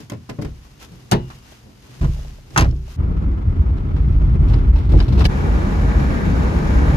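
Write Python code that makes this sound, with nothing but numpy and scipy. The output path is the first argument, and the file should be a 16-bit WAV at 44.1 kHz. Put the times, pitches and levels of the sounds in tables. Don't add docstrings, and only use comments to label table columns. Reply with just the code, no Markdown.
import sys
import numpy as np
from scipy import signal
from scipy.fft import rfft, irfft, next_fast_len
from scipy.io import wavfile
from scipy.ndimage import uniform_filter1d

SR = 44100
rng = np.random.default_rng(int(sys.argv[2]) if len(sys.argv) > 2 else 0)


def generate_wav(sig):
    pcm = np.round(np.clip(np.atleast_2d(sig).T, -1, 1) * 32767).astype(np.int16)
    wavfile.write(sys.argv[1], SR, pcm)


N = 307068
DRIVE_S, HIGHWAY_S = 2.964, 5.271
TIME = np.arange(N) / SR
PADDED = next_fast_len(N, real=True)
BINS = np.maximum(np.arange(PADDED // 2 + 1) * SR / PADDED, 1)

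# frequency in Hz, side minus mid in dB.
WIDTH = [(40, -21.5), (70, -22), (125, -11), (250, -9), (500, -1.5), (1000, -0.5), (2000, 0.5), (4000, 0),
         (12000, -3.5)]
# frequency in Hz, left minus right in dB.
LEFT_DB = [(50, -1.5), (250, 1.5), (500, 1.5), (1000, 2.5), (2000, -1.5), (4000, 4), (8000, 0.1)]
# frequency in Hz, relative density in dB per Hz.
PATCHED_HIGH = [(88, -34.5), (150, 3.5), (204, -10.5), (243, -11), (364, -14.5), (515, -26), (787, -30),
                (1320, -32), (1670, -40), (1910, -37.5), (3090, -45), (3340, -46.5), (8410, -65.5),
                (12600, -64), (15000, -87.5)]
# level at its start in dB, gain in dB per second, share of the roughness (ratio).
PATCHED_LAYERS = [(-32, .5, 0.31), (-59.5, 1.5, 0.29)]


def from_db(db):
    return 10 ** (np.asarray(db) / 20)


def rms(x):
    return np.sqrt(np.mean(x ** 2) + 1e-20)


def in_time(rows):
    s, *columns = np.transpose(rows)
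    return [np.interp(TIME, s, c) for c in columns]


def at_hz(points, hz):
    f, value = np.transpose(points)
    return np.interp(np.log(hz), np.log(f), value)


def after(s, fade):
    return np.clip((TIME - s) / fade + .5, 0, 1)


def drift(rate):
    slow = irfft(rfft(rng.standard_normal(PADDED)) / (1 + (BINS / rate) ** 2), PADDED)[:N]
    return slow / rms(slow)


def swells(rows, still_db):
    bells = sum(from_db(db) ** 2 * np.exp(-((TIME - s) / half) ** 2) for s, half, db in rows)
    return np.sqrt(from_db(still_db) ** 2 + bells)


def below(hz):
    return 1 / np.sqrt(1 + (BINS / hz) ** 10)


def above(hz):
    return np.sqrt(1 - below(hz) ** 2)


def resonant(peaks):
    return from_db(sum(db / (1 + (2 * (BINS - hz) / width) ** 2) for hz, width, db in peaks))


def ports(mid, side, hz, width=WIDTH, left_db=LEFT_DB):
    side = side * from_db(at_hz(width, hz))
    lean = from_db(at_hz(left_db, hz) / 2)
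    return np.array([(mid + side) * lean, (mid - side) / lean])


def coloured(spectrum, band, shape, width, left_db):
    mid, side = rfft(rng.standard_normal((2, PADDED))) * from_db(at_hz(spectrum, BINS)) * shape
    inside = irfft(mid * (BINS > band[0]) * (BINS < band[1]), PADDED)
    return irfft(ports(mid, side, BINS, width, left_db), PADDED)[:, :N] / rms(inside)


def noise(spectrum, band, shape=1):
    return coloured(spectrum, band, shape, WIDTH, LEFT_DB)


def wall_ripple():
    ripple_db, spacing_hz = 2.34, 70
    knots = np.arange(0, SR / 2, spacing_hz)
    heights = np.clip(rng.standard_normal((2000, 2))[:len(knots)], -2, 2).T
    curves = np.array([np.interp(BINS, knots, h) for h in heights])
    return from_db(ripple_db * BINS / (BINS + 400) * curves)


def road_noise(spectrum, band, shape=1):
    # frequency in Hz, side minus mid in dB.
    road_width = [(40, -23), (70, -22.5), (125, -14), (250, -6.5), (480, -0.5), (620, 1), (770, 0),
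                  (1000, 1), (1400, 7), (2100, 0), (3000, 0.5), (4500, -1), (7000, -1.5), (8500, 4.5),
                  (11500, -10.5)]
    # frequency in Hz, left minus right in dB.
    road_left_db = [(80, 0), (230, 3.5), (430, 0), (780, 1.5), (920, 2), (1250, .5), (2000, -0.1),
                    (3300, .5), (5200, 6), (7000, .5), (9500, -2), (12000, 0)]
    return coloured(spectrum, band, shape * wall_ripple(), road_width, road_left_db)


def clicks(times, sizes, size=N):
    out = np.full(size, 1e-18)
    np.add.at(out, np.clip(np.round(times * SR).astype(int), 0, size - 1), sizes)
    return out


def smooth(x, seconds):
    r = np.exp(-1 / (seconds * SR))
    return signal.lfilter([1 - r], [1, -r], x)


def ring(x, hz, t60):
    r, w = from_db(-60 / (t60 * SR)), 2 * np.pi * hz / SR
    return signal.lfilter([0, np.sin(w)], [1, -2 * r * np.cos(w), r * r], x)


def uneven(db, spread_db):
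    shape = (len(db), 2)
    return from_db(db + rng.normal(0, spread_db, shape).T) * rng.choice([-1, 1], shape).T


def snaps(rows, modes, count, bounce_s, loss_db):
    s, db = np.transpose(rows)
    touch = np.arange(count)
    times = (s[:, None] + bounce_s * touch * rng.uniform(.7, 1.3, (len(s), count))).ravel()
    db = (db[:, None] - loss_db * touch).ravel()
    out = 0
    for hz, level, t60 in modes:
        blows = np.array([clicks(times, size) for size in uneven(db + level, 0.97)])
        out = out + ports(*ring(blows, hz, t60), hz)
    return out


def strength(contacts, hz):
    hardness = 0.37
    s, tick, clack, panel = np.transpose(contacts)
    top = tick + hardness * np.clip(tick - clack, -20, 20)
    log_hz = np.log([300, 1000, 4500, 12000])
    return np.array([np.interp(np.log(hz), log_hz, row) for row in zip(panel, clack, tick, top)])


def struck(contacts, modes, colour, modes_db, length, rise_s, tail_db, tail_tilt_db, tail_length, grain_db):
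    # frequency in Hz, t60 in seconds.
    contact_decay = [(100, 0.64), (400, 0.26), (1000, 0.13), (3000, 0.12), (7000, 0.032), (14000, 0.062)]
    times = np.array(contacts)[:, 0]
    start = max(int(times.min() * SR), 0)
    size = min(int((times.max() + .7) * SR), N) - start
    times, span = times - start / SR, slice(start, start + size)
    white = rng.standard_normal((2, 2, N))[..., span]
    chatter = grain_db * drift(300)[span]
    out, edges = np.zeros((2, N)), np.geomspace(90, 16000, 16)
    for k, (low, high) in enumerate(zip(edges, edges[1:])):
        hz = np.sqrt(low * high)
        band_filter = signal.butter(2, [low, high], "band", fs=SR, output="sos")
        band = signal.sosfilt(band_filter, white[k % 2])
        power = clicks(times, from_db(strength(contacts, hz) + at_hz(colour, hz)) ** 2, size)
        t60 = length * at_hz(contact_decay, hz)
        direct, tail = (signal.lfilter([1], [1, -from_db(-120 / (t * SR))], power)
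                        for t in (t60, t60 * tail_length))
        wet = from_db(tail_db + tail_tilt_db * np.log2(hz / edges[0]))
        swell = smooth(np.sqrt(direct + wet ** 2 * tail), rise_s + 0.22 / hz)
        grain = from_db(chatter * hz / (hz + 900))
        out[:, span] += grain * swell * ports(*band / rms(band), hz)
    for hz, db, t60 in modes:
        chance = from_db(rng.normal(0, 2.9, (len(times), 2)))
        chance[:, 1] *= rng.choice([-1, 1], len(times))
        level = from_db(strength(contacts, hz) + db + modes_db)
        blows = np.array([clicks(times, level * c, size) for c in chance.T])
        blows = smooth(blows, 1 / (2 * np.pi * hz))
        out[:, span] += ports(*ring(blows, hz, t60), hz) * np.sqrt(2)
    return out


def from_the_left(x, lag_s, direct_db, diffuse_db):
    left, right = x
    late = np.interp(TIME - lag_s, TIME, left)
    return np.array([left, from_db(direct_db) * late + from_db(diffuse_db) * right])


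def parked(grain_db=0.9, crease_db=-7.0, creases_per_s=220, crease_size_db=4.0):
    # frequency in Hz, relative density in dB per Hz.
    outdoors = [(26, -37), (45, 8), (97, -0.5), (129, 7.5), (171, -8.5), (216, -1.5), (331, -8),
                (401, -10.5), (437, -12), (911, -26.5), (1500, -27.5), (1950, -49), (3300, -120)]
    clothes = [(290, -20), (500, 14.5), (522, -10), (648, -0.5), (1040, 0), (1450, -2), (1600, -3),
               (2760, -4.5), (6090, -8), (8000, -14), (13400, -15.5), (14600, -24), (15500, -38)]
    # middle in seconds, half length in seconds, rustle in dB, low rush in dB.
    moves = [(0.0, 0.043, -55, -46), (0.632, 0.26, -64, -66), (0.829, 0.022, -49.5, -48),
             (1.003, 0.24, -61.5, -45.5), (1.332, 0.05, -55, -49), (1.515, 0.068, -54.5, -50),
             (1.682, 0.038, -71, -42), (2.102, 0.21, -53.5, -41), (2.591, 0.063, -51.5, -34),
             (2.93, 0.061, -53.5, -50)]
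    # frequency in Hz, width in Hz, height in dB.
    rustle_peaks = [(1064, 150, 0), (2840, 400, 2), (5100, 600, 2.5), (6530, 760, 3.5)]
    still_rustle_db, still_murmur_db = -62, -51
    low = swells([(s, half, rush) for s, half, cloth, rush in moves], still_murmur_db)
    outside = low * noise(outdoors, (40, 400), below(987))
    strokes = [(s, half, cloth) for s, half, cloth, rush in moves]
    colour = above(610) * resonant(rustle_peaks)
    grain = from_db(grain_db * drift(43))
    sliding = swells(strokes, still_rustle_db) * grain * noise(clothes, (2000, 12000), colour)
    sizes = from_db(crease_size_db * np.minimum(rng.exponential(1, N), 4))
    creases = smooth((rng.random(N) < creases_per_s / SR) * sizes, 0.0014)
    moving = from_db(crease_db) * swells(strokes, -np.inf)
    crackle = moving * creases / rms(creases) * noise(clothes, (2000, 12000), colour)
    return outside + sliding + crackle


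def tread():
    # middle in seconds, half length in seconds, level in dB.
    tread_swells = [(5.93, 0.042, -41), (6.19, 0.1, -41.5), (6.8, 0.12, -44)]
    # frequency in Hz, relative density in dB per Hz.
    tread_colour = [(900, -60), (1350, -9), (1550, 4), (1950, 3), (2350, -15), (2700, -20), (3800, -60)]
    return swells(tread_swells, -np.inf) * road_noise(tread_colour, (1300, 2600))


def booms():
    # middle in seconds, half length in seconds, level in dB.
    undulations = [(4.13, 0.2, -24), (4.42, 0.062, -20.5), (6.93, 0.046, -21)]
    boom_hz, boom_width_hz = 132, 31
    resonance = 1 / (1 + (2 * (BINS - boom_hz) / boom_width_hz) ** 2)
    return swells(undulations, -np.inf) * noise(PATCHED_HIGH, (100, 200), resonance)


def engine(curve, orders, shake, unsteady_db, wander):
    firing_hz, db = in_time(curve)
    db = db + in_time(shake)[0]
    phase = 2 * np.pi * np.cumsum(firing_hz * (1 + wander * drift(1.7))) / SR
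    return sum(np.sqrt(2) * from_db(db + level + unsteady_db * drift(4.1)) * np.sin(k * phase)
               for k, level in orders)


def roughness():
    # time in seconds, roughness in dB before a layer takes its share.
    rough_road = [(3.1, .5), (3.4, 1), (3.6, 0), (3.92, 1.5), (4.0, 1), (4.5, 11), (4.86, -1.5), (4.94, 13),
                  (5.06, -1), (5.19, 16), (5.26, 12)]
    return in_time(rough_road)[0]


def road_levels(layers, start_s):
    return [db + db_per_s * (TIME - start_s) + share * roughness() for db, db_per_s, share in layers]


def road(layers, shake, start_s, low_colour, high_colour, rumble_db, coarse_db, lumpy_db, evenness):
    # frequency in Hz, width in Hz, height in dB.
    roar_peaks = [(199, 35, 1.5), (287, 35, 2), (420, 52, 0), (860, 110, 1.5), (1677, 37, 4),
                  (2260, 250, 0.5), (6870, 710, 3.5)]
    onset_s = 0.023
    roar, hiss = road_levels(layers, start_s)
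    body = road_noise(low_colour, (25, 120), below(160))
    swell = np.sqrt(uniform_filter1d(body[0] ** 2, SR // 12) + 1e-9)
    body = body * (rms(body) / swell) ** evenness
    body = from_db(in_time(shake)[0] + rumble_db) * body
    peaks = resonant(roar_peaks)
    tyres = road_noise(high_colour, (150, 1000), peaks * above(160) * below(1800))
    tyres = tyres * from_db(roar + lumpy_db * drift(6.7))
    air = from_db(hiss) * road_noise(high_colour, (2000, 12000), peaks * above(1800))
    tarmac = from_db(coarse_db * drift(41))
    return after(start_s + onset_s / 2, onset_s) * (body + tarmac * (tyres + air))


def highway():
    # frequency in Hz, relative density in dB per Hz.
    low_colour = [(13, -40), (22, -9), (38, -5), (60, 2), (73, -0.5), (98, -9), (193, -14), (232, -19),
                  (275, 6), (314, 5), (400, -24), (520, -54), (880, -120)]
    high_colour = [(88, -28), (150, 6.5), (273, -6.5), (312, -8.5), (468, -11.5), (515, -16), (833, -17),
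                   (1030, -21.5), (2270, -29.5), (3210, -37.5), (6680, -46), (7940, -52.5), (11700, -53),
                   (13900, -61.5), (15000, -76)]
    # level at its start in dB, gain in dB per second, share of the roughness (ratio).
    layers = [(-25, 1.63, 0), (-45, 1.55, 0.0055)]
    # time in seconds, level in dB.
    shake = [(5.3, -17), (5.66, -16), (5.724, -21.5), (5.764, -14.5), (5.944, -19), (5.976, -11),
             (6.034, -16.5), (6.08, -15), (6.226, -23), (6.262, -14), (6.642, -17.5), (6.684, -21.5),
             (6.72, -11.5), (6.94, -17)]
    # time in seconds, nominal firings per second, level against the shake in dB.
    curve = [(5.27, 50.97, -8), (5.9, 50.73, -5), (6.4, 51.34, -8), (6.96, 51.4, -6.5)]
    # multiple of the firing rate, level in dB.
    orders = [(1, 0), (4 / 3, -6.5), (2.7, -13), (8 / 3, -12), (3.7, -17)]
    ride = road(layers, shake, HIGHWAY_S, low_colour, high_colour,
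                rumble_db=-0.14, coarse_db=0.7, lumpy_db=0.83, evenness=0.93)
    drone = engine(curve, orders, shake, unsteady_db=2.5, wander=0.0083)
    return ride + drone + tread()


def rattles(count=22, tick_db=5.5, clack_db=6.5, panel_db=10.0):
    # start in seconds, then tick, clack and panel drive in dB.
    bumps = [(3.965, -42, -37.5, -40.5), (4.482, -37, -43, -35), (4.4995, -38, -36, -33),
             (4.52, -45, -41, -38), (4.5344, -34.5, -30, -36), (4.7588, -37.5, -35, -30),
             (4.783, -36.5, -43, -35), (4.831, -43, -52, -37), (4.8916, -36.5, -47, -24),
             (4.918, -35, -41, -20), (4.936, -38, -47, -11), (4.95, -40, -50, -20), (4.972, -36, -40, -33),
             (4.987, -32, -33, -29), (5.002, -32, -28, -36), (5.025, -33.5, -52, -43),
             (5.0807, -32.5, -36, -20.5), (5.124, -31.5, -38, -17), (5.15, -39, -44, -21),
             (5.176, -31, -30, -24), (5.19, -26, -35, -20), (5.205, -25.5, -21.5, -25),
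             (5.243, -20.5, -28, -36), (5.251, -17.5, -30, -13.5)]
    # frequency in Hz, level in dB, t60 in seconds.
    modes = [(315, 0.5, 0.045), (915, 0.5, 0.042), (1610, -1, 0.018), (2640, -8, 0.054),
             (3060, -4.5, 0.008), (4130, -4.5, 0.015)]
    # frequency in Hz, band level in dB.
    colour = [(100, -13), (350, -7.5), (900, -5), (2000, -12), (3300, -10), (4800, -12.5), (6500, -20),
              (8500, -25), (12000, -20.5), (15000, -37)]
    _, hiss = road_levels(PATCHED_LAYERS, DRIVE_S)
    when, how_hard = rng.random((count, 2)).T
    times = DRIVE_S + (HIGHWAY_S - DRIVE_S) * np.sqrt(when)
    db = np.interp(times, TIME, hiss) + 5 * how_hard
    small = np.column_stack([times, db + tick_db, db + clack_db, db + panel_db])
    return struck(np.vstack([bumps, small]), modes, colour, modes_db=-6.0, length=0.57, rise_s=0.0044,
                  tail_db=-22.5, tail_tilt_db=2.0, tail_length=7.2, grain_db=3)


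def trim_snaps():
    # start in seconds, drive in dB.
    hits = [(4.54, -40.5), (5.003, -29.5), (5.13, -43), (5.207, -39), (5.2535, -20)]
    # frequency in Hz, level in dB, t60 in seconds.
    modes = [(1700, -5, 0.056), (2278, -5, 0.035), (2975, -3.5, 0.04), (3500, -11, 0.024),
             (3940, -2.5, 0.026), (4360, -9, 0.035), (4670, -5.5, 0.029), (4910, -7, 0.048),
             (5200, -9, 0.019)]
    return snaps(hits, modes, count=2, bounce_s=0.001855, loss_db=5.5)


def patched_road():
    # frequency in Hz, relative density in dB per Hz.
    low_colour = [(13, -39.5), (22, -13), (36, -4.5), (48, 2.5), (62, 4), (72, -2), (134, -9), (173, -18.5),
                  (205, -6.5), (246, -30), (292, -27.5), (400, -35.5), (520, -62.5), (880, -120)]
    # time in seconds, level in dB.
    shake = [(3.0, -18), (3.31, -17.5), (3.43, -25.5), (3.48, -12), (3.55, -26), (3.58, -13.5),
             (3.68, -18.5), (3.71, -13.5), (3.77, -21.5), (4.06, -14.5), (4.59, -11.5), (4.61, -16),
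             (4.71, -9.5), (4.81, -19), (4.98, -6), (5.07, -22.5), (5.1, -12), (5.26, -10)]
    # time in seconds, nominal firings per second, level against the shake in dB.
    curve = [(2.97, 38.8, -9.5), (3.9, 41.7, -10.5), (4.3, 40, -10), (5.27, 42.5, -15.5)]
    # multiple of the firing rate, level in dB.
    orders = [(1, -5.5), (2, 1.5), (3, -12), (4, -18.5), (5, -16.5)]
    ride = road(PATCHED_LAYERS, shake, DRIVE_S, low_colour, PATCHED_HIGH,
                rumble_db=0.7, coarse_db=1.82, lumpy_db=0.87, evenness=0.76)
    drone = engine(curve, orders, shake, unsteady_db=0.4, wander=0.0036)
    return ride + drone + rattles() + trim_snaps()


def knocks(contact_s=.0001):
    # start in seconds, drive in dB.
    hits = [(1.52, -40.5), (2.164, -41), (2.19, -38.5), (2.249, -37.5), (2.384, -43), (2.654, -25.5),
            (2.727, -48), (2.878, -40), (4.538, -32), (4.937, -22), (4.948, -22.5)]
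    # frequency in Hz, level in dB, t60 in seconds.
    modes = [(385, -6, 0.077), (450, -12.5, 0.019), (588, -3, 0.049), (664, -4, 0.04), (830, -5.5, 0.041),
             (1050, -15, .03)]
    s, db = np.transpose(hits)
    out = 0
    for hz, level, t60 in modes:
        blows = np.array([clicks(s, size) for size in uneven(db + level, 1.3)])
        out = out + ports(*ring(smooth(blows, contact_s), hz, t60), hz)
    return out


def thuds(cushion_s=0.0012):
    # start in seconds, drive in dB.
    pushes = [(0.446, -25.5), (1.13, -26), (2.009, -12.5), (2.036, -12), (2.588, -11), (2.61, -19.5),
              (2.622, -11)]
    # frequency in Hz, level in dB, t60 in seconds.
    modes = [(33.45, -9, 0.85), (48.7, -10.5, 0.98), (62.96, 0.5, 0.68), (79.4, -3, 0.31), (123, -2, 0.28),
             (145, -11, 0.86)]
    s, db = np.transpose(pushes)
    push = smooth(smooth(clicks(s, from_db(db)), cushion_s), cushion_s)
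    return sum(ring(push, hz, t60) * from_db(level) for hz, level, t60 in modes)


def handle():
    # start in seconds, then tick, clack and panel drive in dB.
    contacts = [(0.0024, -38, -51, -34), (0.0979, -30.5, -40, -39), (0.1185, -35.5, -37.5, -25.5),
                (0.1335, -41, -43, -37), (0.2915, -36, -34, -35), (0.2955, -30.5, -36, -27),
                (0.3875, -47, -38.5, -22.5), (0.4145, -36, -47, -46), (0.4205, -32, -39.5, -26),
                (0.4475, -34, -36, -29)]
    # frequency in Hz, level in dB, t60 in seconds.
    modes = [(148, -4.5, .35), (213, -4.5, 0.23), (244.4, -3.5, 0.26), (299, 4, 0.094), (417, 4.5, 0.15),
             (578, 1.5, 0.13), (820, -1.5, 0.065), (1018, -0.5, 0.09), (1075, 0, 0.094),
             (1500, -10.5, 0.081), (2070, -4.5, 0.05), (3170, -12, 0.063), (4970, -13, .05)]
    # frequency in Hz, band level in dB.
    colour = [(100, -8), (180, -12), (400, -10), (700, -11), (1100, -10.5), (2000, -10), (3200, -17.5),
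              (4800, -14), (6500, -16), (8500, -21), (12000, -21), (15000, -31)]
    return struck(contacts, modes, colour, modes_db=-7.0, length=0.8, rise_s=0.001,
                  tail_db=-22.0, tail_tilt_db=2.0, tail_length=2.5, grain_db=-1.0)


def latch():
    # start in seconds, drive in dB.
    hits = [(0.0985, -33), (1.1137, -23), (2.5765, -17.5), (2.581, -20), (2.6095, -28)]
    # frequency in Hz, level in dB, t60 in seconds.
    modes = [(3230, -8, 0.043), (3860, -16, 0.015), (6550, -2, 0.023), (7000, -8.5, 0.0202),
             (9630, -4.5, 0.014), (12960, -8, 0.015)]
    return snaps(hits, modes, count=2, bounce_s=.0012, loss_db=13.5)


def door_from_outside():
    # start in seconds, then tick, clack and panel drive in dB.
    contacts = [(0.6493, -55, -53, -66), (0.9179, -48, -61, -39), (1.1132, -13, -30, -30),
                (1.12, -16, -18, -14.5), (1.1285, -21.5, -23.5, -12.5), (1.134, -35, -29, -14.5),
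                (1.3015, -40, -37.5, -79)]
    # frequency in Hz, level in dB, t60 in seconds.
    modes = [(129.1, -4, 0.54), (178.6, 6, 0.21), (205.4, 6.5, 0.123), (264, -8.5, 0.32),
             (359.6, -4.5, 0.3), (412, 6, 0.14), (575, -10, 0.2), (666, -16, .18), (770, 10, .07),
             (842, -5, 0.27), (930, -5, 0.21), (1078, -1, 0.15), (1126, -3, 0.15), (1340, -9, 0.09),
             (2083, -20, 0.11), (2910, -15, 0.15)]
    # frequency in Hz, band level in dB.
    colour = [(100, -13.5), (180, -16.5), (400, -12.5), (700, -8), (1100, -4.5), (2000, -10.5), (3200, -11),
              (4800, -11), (6500, -13), (8500, -14.5), (12000, -20), (15000, -37)]
    # start in seconds, drive in dB.
    ring_hits = [(1.1205, -50)]
    # frequency in Hz, level in dB, t60 in seconds.
    ring_modes = [(2815, -3, 0.99), (2885, -3, 0.64), (2950, -5, .75)]
    door = struck(contacts, modes, colour, modes_db=-8.5, length=0.82, rise_s=0.00094,
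                  tail_db=-26.5, tail_tilt_db=2.0, tail_length=2.7, grain_db=-1.0)
    faint_ring = snaps(ring_hits, ring_modes, count=1, bounce_s=0, loss_db=0)
    return from_the_left(door, lag_s=0.000454, direct_db=-8.5, diffuse_db=-2) + faint_ring


def door_from_inside(ping_s=2.594, ping_hz=382, ping_db=-43, ping_t60=1.75):
    # start in seconds, then tick, clack and panel drive in dB.
    contacts = [(2.012, -37, -40, -16.5), (2.027, -32, -35.5, -22), (2.0441, -33, -34, -21.5),
                (2.5615, -22.5, -9.5, -24), (2.567, -26, -22, -21), (2.576, -6.5, -18, -14.5),
                (2.5804, -14, -18, -18), (2.5855, -20, -20, -14.5), (2.5935, -14.5, -26, -21),
                (2.6085, -15, -25, -13.5), (2.622, -27, -30, -23), (2.641, -41, -27, -28),
                (2.664, -50, -44, -25.5), (2.724, -58, -52, -28)]
    # frequency in Hz, level in dB, t60 in seconds.
    modes = [(165.8, 0, 0.31), (255, -7, 0.17), (315, -6, 0.2), (577, -15, 0.072), (657, 0, 0.11),
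             (1026, 4, 0.07), (1170, -4, 0.051), (1314, -3, .07), (1465, 2, 0.061), (1620, -1.5, 0.079),
             (2390, -8, 0.16), (2700, -4, 0.076), (2840, -14, 0.07), (2940, -12, 0.12), (3350, -17, 0.081),
             (4500, -17, 0.064), (6200, -6, .035), (6520, -1.5, 0.018)]
    # frequency in Hz, band level in dB.
    colour = [(100, -3), (180, -12.5), (400, -15.5), (700, -12), (1100, -5), (2000, -7.5), (3200, -20),
              (4800, -14.5), (6500, -24), (8500, -24.5), (12000, -19.5), (15000, -52)]
    # start in seconds, drive in dB.
    settles = [(2.646, -36), (2.6895, -48), (2.7105, -44), (2.7635, -50)]
    # frequency in Hz, level in dB, t60 in seconds.
    settle_modes = [(3130, -5, 0.021), (3800, -11, .025), (4450, -7, 0.027), (5250, -2, .025),
                    (6600, -9, .02)]
    door = struck(contacts, modes, colour, modes_db=-9.5, length=0.69, rise_s=0.0008,
                  tail_db=-20.5, tail_tilt_db=1.7, tail_length=2.5, grain_db=2.8)
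    door = from_the_left(door, lag_s=.00026, direct_db=-3.5, diffuse_db=-3)
    settling = snaps(settles, settle_modes, count=2, bounce_s=.002, loss_db=9)
    ping = ring(clicks(np.array([ping_s]), from_db(ping_db)), ping_hz, ping_t60)
    return door + settling + ping


def scene():
    moving, fast = after(DRIVE_S, 0.008), after(HIGHWAY_S, 0.014)
    driving = (1 - fast) * patched_road() + fast * highway() + booms()
    doors = handle() + latch() + door_from_outside() + door_from_inside()
    getting_in = parked() + thuds() + doors
    return (1 - moving) * getting_in + moving * driving + knocks()


def record(dry):
    bass_hz, cutoff_hz = 28, 15200
    x = signal.sosfilt(signal.butter(6, bass_hz, "high", fs=SR, output="sos"), dry)
    x = x / (1 + (x / .95) ** 6) ** (1 / 6)
    return signal.sosfilt(signal.ellip(10, .1, 80, cutoff_hz, fs=SR, output="sos"), x)


dry = scene()
out = record(dry)
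generate_wav(out)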